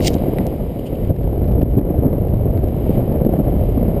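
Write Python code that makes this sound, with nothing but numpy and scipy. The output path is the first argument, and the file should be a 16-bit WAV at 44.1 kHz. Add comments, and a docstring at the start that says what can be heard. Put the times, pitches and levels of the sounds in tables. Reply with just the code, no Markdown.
"""Wind streams right over the microphone of a body-worn camera in flight, out in open air:
a lumpy rumble that eases once, with buffets and faint spits from the microphone under the gusts.
At the start, close by, a piece of gear rasps and snaps tight; a few faint clicks and rustles follow.
The camera's limiter ducks after the hardest buffets, and a thin sizzle near 12 kHz rides on the rumble."""
import sys
import numpy as np
from scipy import signal
from scipy.fft import rfft, irfft
from scipy.io import wavfile
from scipy.ndimage import uniform_filter1d

SR = 44100
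rng = np.random.default_rng(int(sys.argv[2]) if len(sys.argv) > 2 else 0)


def generate_wav(sig):
    """Save sig (samples, or channels by samples) to the path in sys.argv[1] as 16-bit PCM at SR."""
    pcm = np.round(np.clip(np.atleast_2d(sig).T, -1, 1) * 32767).astype(np.int16)
    wavfile.write(sys.argv[1], SR, pcm)


N = 176400
T = np.arange(N) / SR

# Levels in the tables are relative; spread_s is the standard deviation of a bell-shaped swell.
# force of the airflow on the microphone: time_s, roar_db, rumble_db
AIRFLOW = [(0, -17, -19.5), (.2, -20.5, -19.5), (.38, -19, -22), (.55, -23.5, -24), (.88, -26, -28.5),
           (1.05, -24.5, -19), (1.2, -25.5, -20), (1.5, -22, -17), (1.7, -22, -18), (2.05, -19, -19),
           (2.3, -23, -17), (2.75, -22, -21.5), (2.95, -19.5, -18.5), (3.35, -19.5, -20), (3.6, -21, -16.5),
           (4, -19.5, -20.5)]
# course of the airy hiss: time_s, level_db
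HISS_LEVEL = [(0, -42.5), (.4, -44), (.6, -47), (1.05, -47), (1.2, -50), (1.5, -51), (1.7, -52),
              (2.3, -51.5), (2.7, -49.5), (2.95, -42.5), (3.05, -48.5), (3.6, -47), (4, -47)]
# the wind's three bands: frequency_hz, density_db
RUMBLE_SPECTRUM = [(15, -7), (25, -7.5), (42, 4.5), (65, 5), (95, 2.5), (130, 0.5), (200, -10.5),
                   (400, -66.5)]
ROAR_SPECTRUM = [(50, -19), (100, -8), (150, -1), (220, -2), (320, -4), (440, -6), (580, -7.5),
                 (700, -13.5), (820, -22), (1000, -29.5), (1400, -40), (2200, -45.5), (5000, -86)]
HISS_SPECTRUM = [(500, 10), (1500, -10.5), (2150, 2), (2600, -2), (3050, 0.5), (3500, -7.5), (3900, -5.5),
                 (4250, -14.5), (4850, -9), (6000, -19), (7100, -13.5), (7850, -17.5), (8900, -10),
                 (9900, -12), (10600, -18.5), (13500, -19), (14200, -14.5), (15200, -16.5)]
# eddies that hit the microphone: centre_s, level_db, spread_s
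BUFFETS = [(0.106, -12, 0.0013), (1.109, -6, .01), (1.592, -13.5, 0.0036), (1.631, -0.5, 0.0023),
           (1.786, -5.5, 0.01), (1.909, -12, 0.0033), (2.064, -4.5, .008), (2.34, -7.5, 0.0032),
           (2.46, -13.5, 0.0068), (2.64, -7.5, 0.0028), (2.895, -11, 0.0034), (2.976, -8.5, 0.0044),
           (3.121, -11.5, 0.0018), (3.219, -4, 0.0027), (3.25, -10.5, 0.0016), (3.269, -5, 0.0045),
           (3.402, -9, 0.011), (3.542, -13.5, 0.0025), (3.778, -10.5, 0.0045), (3.816, -16, .005)]
# their dull thud: frequency_hz, density_db
BUFFET_SPECTRUM = [(30, -16), (70, -2.5), (150, 0), (260, -4.5), (450, -12.5), (650, -19), (850, -34),
                   (1300, -47), (3000, -77)]
# sharp ticks of gear: start_s, level_db
GEAR_TICKS = [(.046, -17), (.0735, -8), (.0803, -16), (.089, -29), (.134, -31), (.139, -31), (.142, -24),
              (.1525, -41), (.184, -36.5)]
# tone of the slipping, ticking gear: frequency_hz, density_db
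RASP_SPECTRUM = [(700, -19), (1600, -13), (2300, 2), (3100, 4.5), (5000, -1), (7300, -2.5), (9000, -3.5),
                 (10600, -22.5), (13300, -21), (15100, 0)]
# resonances that colour the gear: pitch_hz, width_hz, gain_db
HOUSING_RESONANCES = [(2200, 280, 1.5), (3020, 450, 2), (3870, 280, -1), (4770, 1010, 3.5),
                      (5600, 340, -6.5), (6300, 440, -2), (6970, 600, 0), (8110, 300, -4), (8970, 890, -2),
                      (14800, 700, -4.5)]
# knocks of a small hard part, perhaps a buckle: start_s, level_db
BUCKLE_KNOCKS = [(.006, -33.5), (.3843, -57), (.3855, -31), (.3885, -47)]
# its modes: pitch_hz, level_db, t60_s
BUCKLE_MODES = [(2020, 3.5, 0.018), (2300, 9, 0.0056), (2840, -9, 0.0083), (3740, -5, 0.014),
                (5000, -14, 0.0089), (8000, -8, .01), (9600, -2, .007), (14200, -2, .007)]
# spits of the microphone under gusts: start_s, level_db
CRACKLES = [(1.048, -41), (1.163, -37.5), (1.232, -42.5), (1.443, -42.5), (1.478, -40), (1.518, -42),
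            (1.618, -39), (1.63, -40.5), (1.713, -45), (1.789, -32.5), (2.066, -40), (2.098, -47),
            (2.128, -43.5), (2.284, -43), (2.346, -46), (2.575, -38.5), (2.641, -37.5), (2.684, -41),
            (3.126, -44), (3.249, -38), (3.697, -44)]
# their tone: frequency_hz, density_db
CRACKLE_SPECTRUM = [(700, -5), (1800, 3.5), (3000, -1), (5000, -9.5), (9000, -13), (15000, -17)]
# brushes of cloth: centre_s, level_db, spread_s
RUSTLES = [(0.795, -46, 0.0046), (0.869, -42.5, 0.0096), (0.956, -50, 0.0051)]
# their tone: frequency_hz, density_db
RUSTLE_SPECTRUM = [(1500, -18), (2600, -2), (3070, 6.5), (3700, -19), (4750, -6.5), (6000, -24),
                   (7300, -10), (8100, -20), (8950, -3), (10500, -28), (14000, -20), (15100, -10)]


def wind(rumble_gain_db=1, rumble_share=.32):
    """Turbulence on the microphone shakes the roar and, less, the deep rumble, over a smooth hiss."""
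    roar_db, rumble_db = in_time(AIRFLOW)
    hiss_db, = in_time(HISS_LEVEL)
    eddy_db = .22 * drift(hz=25) + 2.5 * drift(hz=86)
    roar = from_db(roar_db + eddy_db) * noise(ROAR_SPECTRUM)
    rumble = from_db(rumble_gain_db + rumble_db + rumble_share * eddy_db) * noise(RUMBLE_SPECTRUM)
    return roar + rumble + from_db(hiss_db) * noise(HISS_SPECTRUM)


def buffets():
    """Each large eddy hits the microphone as a short dull burst of pressure."""
    out, air = 0, noise(BUFFET_SPECTRUM)
    for centre_s, level_db, spread_s in BUFFETS:
        bump = swell(centre_s, spread_s)
        thud = bump * air
        energy_trim = np.sqrt(np.sum(bump ** 2) / np.sum(thud ** 2))
        out = out + from_db(level_db) * thud * energy_trim
    return out


def gear(snap_s=.081, snap_db=-17, slips_per_s=3500, slip_spread_db=3.5,
         rise_db_per_s=393, stop_db_per_s=5000, tail_db=-18, tail_db_per_s=300):
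    """Gear beside the microphone pulls tight: tiny slips swell into a snap, with sharp ticks around it."""
    before_s, after_s = np.maximum(snap_s - T, 0), np.maximum(T - snap_s, 0)
    rise = from_db(snap_db - rise_db_per_s * before_s)
    release = from_db(-stop_db_per_s * after_s) + from_db(tail_db - tail_db_per_s * after_s)
    slips = (rng.random(N) < slips_per_s / SR) * rng.choice([-1, 1], N)
    strengths = from_db(slip_spread_db * rng.standard_normal(N))
    rasp = rms_one(slips * strengths) * rise * release
    ticks = bursts(GEAR_TICKS, t60_s=.0092)
    return housing(coloured(rasp + ticks, RASP_SPECTRUM))


def housing(x):
    """Parallel resonances colour the sound of gear close by."""
    out = 0
    for pitch_hz, width_hz, gain_db in HOUSING_RESONANCES:
        radius = np.exp(-np.pi * width_hz / SR)
        band_pass = np.array([1, 0, -1]) * (1 - radius ** 2) / 2
        out = out + from_db(gain_db) * signal.lfilter(band_pass, poles(pitch_hz, radius), x)
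    return out


def buckle():
    """Each knock on a small hard part rings the same short modes."""
    out, knocks = 0, clicks(BUCKLE_KNOCKS)
    for pitch_hz, level_db, t60_s in BUCKLE_MODES:
        radius = from_db(-60 / (t60_s * SR))
        ring = signal.lfilter([0, np.sin(2 * np.pi * pitch_hz / SR)], poles(pitch_hz, radius), knocks)
        out = out + from_db(level_db) * ring
    return out


def dry_click(start_s=.468, level_db=-12, low_cut_hz=550):
    """A single close click with no ring."""
    return butter(clicks([(start_s, level_db)]), low_cut_hz, "high")


def crackles(gain_db=1):
    """The microphone spits faintly under gusts."""
    return from_db(gain_db) * coloured(bursts(CRACKLES, t60_s=.015), CRACKLE_SPECTRUM)


def rustles():
    """Cloth or cord brushes softly near the microphone."""
    brushes = sum(from_db(db) * swell(centre_s, spread_s) for centre_s, db, spread_s in RUSTLES)
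    return noise(RUSTLE_SPECTRUM) * brushes


def limiter(x, threshold_db=-3.5, release_db_per_s=60, attack_s=.004):
    """The camera's gain drops quickly on a peak and recovers slowly."""
    over_db = np.maximum(20 * np.log10(np.abs(x) + 1e-9) - threshold_db, 0)
    held_db = np.maximum.accumulate(over_db + release_db_per_s * T) - release_db_per_s * T
    size = int(attack_s * SR)
    return x * from_db(-uniform_filter1d(held_db, size, origin=-(size // 3)))


def sizzle(x, step_hz=12000, band_hz=1750, gain_db=.5):
    """The camera holds the bass in fine steps, which mirrors its slope around the step rate."""
    slope = np.gradient(butter(x, band_hz, "low")) * SR
    return from_db(gain_db) * slope / (np.pi * step_hz) * np.sin(2 * np.pi * step_hz * T)


def from_db(db):
    """Decibels to gain."""
    return 10 ** (np.asarray(db) / 20)


def rms_one(x):
    """Scale to rms 1."""
    return x / np.sqrt(np.mean(x ** 2) + 1e-20)


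def in_time(rows):
    """Each column of a curve at every sample."""
    time_s, *columns = np.transpose(rows)
    return [np.interp(T, time_s, column) for column in columns]


def coloured(x, spectrum):
    """Causal filter with the given spectrum and unit power gain."""
    size = 2 * N
    hz, db = np.transpose(spectrum)
    bin_hz = np.arange(N + 1) * SR / size
    gain = rms_one(from_db(np.interp(np.log(bin_hz + 1), np.log(hz), db)))
    cepstrum = irfft(np.log(gain))
    cepstrum[1:N] *= 2  # fold to minimum phase: nothing rings ahead of a hit
    cepstrum[N + 1:] = 0
    return irfft(rfft(x, size) * np.exp(rfft(cepstrum)))[:N]


def noise(spectrum):
    """Steady noise of rms 1."""
    return rms_one(coloured(rng.standard_normal(N), spectrum))


def drift(hz):
    """Random wander of rms 1, mostly slower than hz."""
    radius = np.exp(-2 * np.pi * hz / SR)
    return rms_one(signal.lfilter([1], poles(0, radius), rng.standard_normal(N + SR))[SR:])


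def swell(centre_s, spread_s):
    """A smooth bump of height 1."""
    return np.exp(-.5 * ((T - centre_s) / spread_s) ** 2)


def clicks(rows):
    """One impulse per row."""
    out = np.zeros(N) + 1e-18
    for start_s, level_db in rows:
        out[int(start_s * SR)] += from_db(level_db)
    return out


def bursts(rows, t60_s):
    """A quickly dying puff of white noise per row."""
    decay = from_db(-60 / (t60_s * SR))
    return signal.lfilter([1], [1, -decay], clicks(rows)) * rng.standard_normal(N)


def poles(hz, radius):
    """Feedback coefficients of a two-pole resonator."""
    return [1, -2 * radius * np.cos(2 * np.pi * hz / SR), radius ** 2]


def butter(x, hz, kind):
    """Second-order low- or high-pass."""
    return signal.sosfilt(signal.butter(2, hz, kind, fs=SR, output="sos"), x)


def scene(dip_hz=6000, dip_width_hz=1500):
    """Wind and gear up close; the camera leaves a narrow dip near 6 kHz, heard in the wind's hiss."""
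    notch = signal.iirnotch(dip_hz, dip_hz / dip_width_hz, fs=SR)
    air = signal.lfilter(*notch, wind() + buffets() + crackles())
    return (air + gear() + rustles() + buckle() + dry_click())[None]


def record(dry, top_cut_hz=15250):
    """The body-worn camera, in mono: limiter, sizzle and a steep top cut."""
    limited = limiter(dry[0])
    top_cut = signal.ellip(10, .1, 80, top_cut_hz, fs=SR, output="sos")
    return signal.sosfilt(top_cut, limited + sizzle(limited))[None]


dry = scene()
out = record(dry)
generate_wav(out)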